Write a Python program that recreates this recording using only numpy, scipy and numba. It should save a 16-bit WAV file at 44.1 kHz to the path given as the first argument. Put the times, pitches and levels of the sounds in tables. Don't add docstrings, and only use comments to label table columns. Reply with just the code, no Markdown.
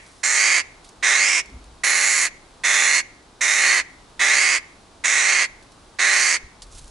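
import sys
import numpy as np
from scipy import signal
from scipy.fft import rfft, irfft
from scipy.io import wavfile
from scipy.ndimage import uniform_filter1d, minimum_filter1d
from numba import njit

SR = 44100
rng = np.random.default_rng(int(sys.argv[2]) if len(sys.argv) > 2 else 0)


def output_pcm(signal):
    pcm = np.clip(np.atleast_2d(signal).T, -1, 1) * 32767
    wavfile.write(sys.argv[1], SR, np.round(pcm).astype(np.int16))


N = 304528
TIME = np.arange(N) / SR
YARD_FADE_S = .55

# (start [s], end [s], attack [s], base pitch [Hz], pitch sag [share/s], time to half open [s],
# further time to fully open [s], level pair [dB], first, second and third throat tone pairs [Hz],
# brightness pair [dB], second tone gain [dB], top tone gain [dB])
CAW_SHAPES = [ (0.232, 0.625, 0.0042, 420.4, 0.18, .15, 0.081, -13, -5.5, 1980, 2130, 4270, 4680, 6870, 6550, 6, 2, -11.5, -7),
              (1.026, 1.422, 0.018, 409.6, .13, 0.19, 0.1, -6.5, -9, 1940, 2255, 3650, 5550, 6300, 6940, -2, 2.5, -10.5, -8),
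              (1.835, 2.294, 0.0025, 404.6, 0.029, 0.17, 0.17, -9, -8.5, 2035, 2055, 4170, 4420, 6760, 6940, 1, 5.5, -11, 0.5),
              (2.636, 3.022, .009, 405.3, .01, .26, 0.13, -7.5, -7, 2000, 2110, 3680, 4420, 6450, 6400, -0.5, 4, -10, -1.5),
              (3.408, 3.825, 0.0042, 409.3, 0.068, 0.2, .09, -11, -5.5, 2040, 2010, 3840, 4300, 6400, 6370, 2, -1, -11.5, -3),
              (4.194, 4.597, 0.013, 409.4, .15, 0.15, 0.077, -6.5, -6.5, 1976, 2115, 3590, 4690, 6400, 6500, -3.5, 0, -11, -4.5),
              (5.039, 5.47, .004, 408.2, 0.064, 0.21, 0.14, -10.5, -7, 2060, 2060, 3660, 4520, 6620, 6300, 1.5, -1.5, -13.5, -9.5),
              (5.987, 6.384, 0.013, 399.8, 0.059, 0.18, 0.15, -7.5, -8, 1920, 2070, 3930, 4690, 6330, 6430, -3.5, 4.5, -10, -5),
              ]
# (frequency [Hz], width [Hz], gain [dB])
BEAK_TONES = [(5750, 350, -20), (6230, 260, -14), (6920, 280, -15), (7600, 450, -17), (8250, 450, -17),
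              (9100, 500, -24)]
# (frequency [Hz], gain [dB])
VOICE_COLOUR = [(120, -28.5), (280, -1), (400, -2.5), (500, 1.5), (790, 0), (1100, 4), (1330, 1.5),
                (2100, 3.5), (3200, 0.5), (5200, 1), (9000, -3.5), (11000, -18.5)]
# (frequency [Hz], left minus right [dB])
BIRD_BALANCE = [(250, -2.5), (600, -1.5), (1300, -4), (2500, -5), (5500, -5), (10000, -5.5)]
# (time [s], peak level [dB], ringing tone [Hz], fade time [s])
CLAW_TICKS = [(0.064, -39, 4950, 0.0065), (0.8437, -38.5, 4230, 0.035), (0.89, -37, 6330, 0.0055),
              (1.459, -37, 5200, .005), (1.499, -43, 4800, 0.0057), (1.6413, -39, 4700, 0.0052),
              (5.626, -41, 4200, 0.0075), (5.719, -43, 4600, 0.0068), (6.62, -27.5, 4700, 0.012),
              (6.667, -40.5, 3870, .007)]
# (time [s], level [dB], half length [s])
LEAF_BRUSHES = [(0.107, -57, 0.22), (6.73, -53, .012), (6.756, -52, 0.0093), (6.786, -42, 0.0082),
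                (6.843, -52.5, 0.1)]
# (time [s], level [dB], half length [s], frequency [Hz])
MIC_BUMPS = [(1.548, -38, 0.019, 65.3), (1.55, -50, 0.049, 248), (1.655, -47, 0.12, 52),
             (6.45, -39, 0.013, 33), (6.785, -42, 0.081, 34.3)]
# (frequency [Hz], relative level [dB])
AIR_COLOUR = [(13, -27), (22, 1), (143, -10), (241, -9.5), (274, -9), (394, -10.5), (498, -13), (838, -12),
              (1150, -13.5), (1300, -16.5), (1560, -18), (1830, -23), (2900, -23.5), (3900, -21.5),
              (11000, -30.5), (14300, -59), (22000, -120)]
# (frequency [Hz], ear difference relative to the shared sound [dB])
AIR_SPREAD = [(40, -20), (150, -12.5), (500, -6.5), (2000, -5.5), (8000, -6)]
# (frequency [Hz], gain [dB])
YARD_COLOUR = [(200, 7), (1000, -10), (2100, -4.5), (4000, -12), (6500, -12), (11000, -27)]


def undb(db):
    return 10 ** (np.asarray(db) / 20)


def unit(x):
    return x / np.sqrt(np.mean(x ** 2) + 1e-18)


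def colour(x, points, share=1):
    hz, db = np.transpose(points)
    size = 8192
    grid_hz = np.maximum(np.fft.rfftfreq(size, 1 / SR), 1)
    gain = undb(share * np.interp(np.log(grid_hz), np.log(hz), db))
    cepstrum = irfft(np.log(gain))
    cepstrum[1:size // 2] *= 2
    cepstrum[size // 2 + 1:] = 0
    return signal.fftconvolve(x, irfft(np.exp(rfft(cepstrum))))[:len(x)]


@njit
def band_pass(x, hz, width):
    out, band, low = np.empty(len(x)), 0., 0.
    for i in range(len(x)):
        step, damping = np.tan(np.pi * hz[i] / SR), width[i] / hz[i]
        swing = (band + step * (x[i] - low)) / (1 + step * (step + damping))
        band, low = 2 * swing - band, low + 2 * step * swing
        out[i] = damping * swing
    return out


def resonate(x, hz, width):
    ones = np.ones(len(x))
    return band_pass(x + 1e-18, np.minimum(hz * ones, SR * .45), width * ones)


def wander(t, per_s):
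    targets = rng.standard_normal(4096)
    return np.interp((t - t[0]) * per_s, np.arange(len(targets)), targets)


def swell(peak_s, half_s):
    return np.exp(-.5 * ((TIME - peak_s) / half_s) ** 2)


def air():
    shared, side = (unit(colour(rng.standard_normal(N), AIR_COLOUR)) for _ in range(2))
    side = colour(side, AIR_SPREAD)
    level_db = -50.5 + .6 * wander(TIME, per_s=2.5)
    return np.array([shared + side, shared - side]) * undb(level_db)


def lingering_ring():
    hz, width = 2000, 800
    ring = [unit(resonate(resonate(noise, hz, width), hz, width))
            for noise in rng.standard_normal((2, N))]
    fade = undb(-60 * np.minimum(TIME / YARD_FADE_S, 2))
    return np.array(ring) * undb(-46) * fade


def leaves():
    crackle = rng.standard_normal(N) * undb(2.7 * wander(TIME, per_s=500))
    loudness = sum(undb(db) * swell(peak_s, half_s) for peak_s, db, half_s in LEAF_BRUSHES)
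    return unit(resonate(crackle, hz=6400, width=7600)) * loudness


def claws():
    out, t = np.zeros(N), TIME[:SR // 10]
    for start_s, db, hz, fade_s in CLAW_TICKS:
        scratch = rng.standard_normal(len(t)) * np.exp(-t / fade_s)
        tick = resonate(scratch, hz, width=1800) + .76 * resonate(scratch, hz=6500, width=9000)
        start = int(start_s * SR)
        out[start:start + len(t)] += (undb(db) * tick / np.abs(tick).max())[:N - start]
    return out


def breath(age_s, left_s, attack_s):
    attack = 1 - .87 * np.exp(-age_s / attack_s)
    release = 1 - np.exp(-(left_s / .026) ** 2)
    return attack * undb(-7.5 * age_s) * release


def pitch_arch(age_s, left_s, sag):
    scoop = 1 - .22 * np.exp(-age_s / .02)
    drop = 1 - .31 * np.exp(-left_s / .052)
    return scoop * (1 - sag * age_s) * drop


def snaps(t, own_cycles, other_cycles, pull, squeeze_db, jitter_s, scatter_db):
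    when = np.interp(np.arange(np.ceil(own_cycles[0]), own_cycles[-1]), own_cycles, t)
    other_angle = 2 * np.pi * np.interp(when, t, other_cycles)
    chance = rng.standard_normal((512, 2))[:len(when)]
    when = when + pull * np.sin(other_angle) * np.gradient(when) + jitter_s * chance[:, 0]
    strength = undb(squeeze_db * np.cos(other_angle) + scatter_db * chance[:, 1])
    place = np.maximum((when - t[0]) * SR, 4)[:, None]
    nearby = place.astype(int) + np.arange(-3, 5)
    shape = np.sinc(nearby - place) * np.sinc((nearby - place) / 4)
    return np.bincount(nearby.ravel(), (strength[:, None] * shape).ravel(), len(t))[:len(t)]


def voice_box(t, age_s, fast_hz):
    slow_hz = fast_hz * .745 * (1 - .06 * age_s)
    slow_hz *= 1 + .011 * wander(t, per_s=11)
    fast, slow = (np.cumsum(hz * (1 + .017 * wander(t, per_s=90))) / SR for hz in (fast_hz, slow_hz))
    fast, slow = fast - fast[0], slow + rng.random()
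    pulses = snaps(t, fast, slow, pull=.0757, squeeze_db=-2, jitter_s=.00009, scatter_db=1.5)
    slow_pulses = snaps(t, slow, fast, pull=.036, squeeze_db=1.5, jitter_s=.00008, scatter_db=3.5)
    pulses += undb(-2.5) * slow_pulses
    closing_s = .0023
    gap = signal.lfilter([1], [1, -np.exp(-1 / (closing_s * SR))], np.abs(pulses))
    hiss = resonate(gap * rng.standard_normal(len(t)), hz=7800, width=20000)
    return unit(pulses) + undb(-7.5) * unit(hiss)


def throat(buzz, first_hz, second_hz, second_db):
    gape = (second_hz / 4300) ** 1.1
    first = resonate(buzz, first_hz, width=410)
    second = gape * undb(second_db) * resonate(buzz, second_hz, width=gape * 475)
    return first + second + undb(-20.5) * buzz


def beak(t, buzz, second_hz):
    glide = (second_hz / second_hz.mean()) ** .12
    return sum(undb(db + 3.5 * wander(t, per_s=11.2)) * resonate(buzz, glide * hz, width)
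               for hz, width, db in BEAK_TONES)


def twig_glints(t, voice):
    treble = signal.sosfiltfilt(signal.butter(3, 3000, "high", fs=SR, output="sos"), voice)
    delays_s = [rng.uniform(.001, .004) + .00003 * wander(t, per_s=6) for _ in range(3)]
    return voice + .26 * sum(np.interp(t - delay, t, treble, left=0) for delay in delays_s)


def caw(start_s, end_s, attack_s, pitch_hz, sag, half_open_s, opening_s, *tone_settings):
    *pairs, second_db, top_db = tone_settings
    t = TIME[(TIME >= start_s) & (TIME < end_s)]
    age_s, left_s = t - start_s, end_s - t
    opened = .5 + .5 * np.sin(np.pi / 2 * np.clip((age_s - half_open_s) / opening_s, -1, 1))
    level_db, first_hz, second_hz, third_hz, bright_db = (
        before + (after - before) * opened for before, after in zip(pairs[::2], pairs[1::2]))
    pressure = breath(age_s, left_s, attack_s)
    buzz = voice_box(t, age_s, pitch_hz * pitch_arch(age_s, left_s, sag))
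    third = undb(-9.5) * resonate(buzz, third_hz, width=1080)
    top = undb(top_db) * resonate(buzz, hz=10530, width=1140)
    treble = third + beak(t, buzz, second_hz) + top
    voice = throat(buzz, first_hz, second_hz, second_db) + undb(bright_db) * pressure * treble
    for ratio in (.78, 1.23):
        voice = voice - .55 * resonate(voice, ratio * second_hz, width=153)
    voice = voice - .17 * resonate(voice, .718 * first_hz, width=420)
    voice = -colour(twig_glints(t, voice), VOICE_COLOUR)
    return np.interp(TIME, t, unit(voice) * undb(level_db) * pressure, left=0, right=0)


def branch_echoes(x):
    t, fade_s = TIME[:SR // 50], .0062
    scatter = rng.standard_normal((2, len(t))) * t * np.exp(-t / fade_s)
    return undb(-12) * np.array([signal.fftconvolve(x, ear / np.linalg.norm(ear))[:N] for ear in scatter])


def yard_echo(x, gain_db, build_s):
    t, ears = TIME[:SR], []
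    for noise in rng.standard_normal((2, SR)):
        tail = noise * undb(-60 * t / YARD_FADE_S) * (1 - np.exp(-t / build_s))
        echo = undb(gain_db) * colour(tail / np.linalg.norm(tail), YARD_COLOUR)
        ears.append(signal.fftconvolve(x, echo)[:N])
    return np.array(ears)


def bumps():
    out = np.zeros(N)
    for peak_s, db, half_s, hz in MIC_BUMPS:
        shape = swell(peak_s, half_s)
        rumble = resonate(rng.standard_normal(N), hz, width=hz)
        puff = shape * resonate(rumble, hz, width=.48 * hz)
        out += undb(db) * puff * np.sqrt(np.sum(shape ** 2) / np.sum(puff ** 2))
    return out


def scene():
    bird = sum(caw(*row) for row in CAW_SHAPES)
    direct = undb(-2.1) * np.array([colour(bird, BIRD_BALANCE, share) for share in (.5, -.5)])
    rustle = (claws() + leaves()) * undb([[-1.2], [1.2]])
    echoes = branch_echoes(bird) + yard_echo(bird + rustle.mean(axis=0), gain_db=-21, build_s=.0064)
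    return direct + rustle + echoes + lingering_ring() + bumps() + air()


def record(dry):
    threshold_db, window_samples, ceiling, top_hz = -8, 700, .74, 11050
    peak = -minimum_filter1d(-np.abs(dry).max(axis=0), window_samples)
    gain = np.sqrt(np.minimum(undb(threshold_db) / (peak + 1e-9), 1))
    held = dry * uniform_filter1d(gain, window_samples // 2)
    rounded = held / (1 + (held / ceiling) ** 6) ** (1 / 6)
    return signal.sosfiltfilt(signal.ellip(10, .1, 60, top_hz, fs=SR, output="sos"), rounded)


dry = scene()
out = record(dry)
output_pcm(out)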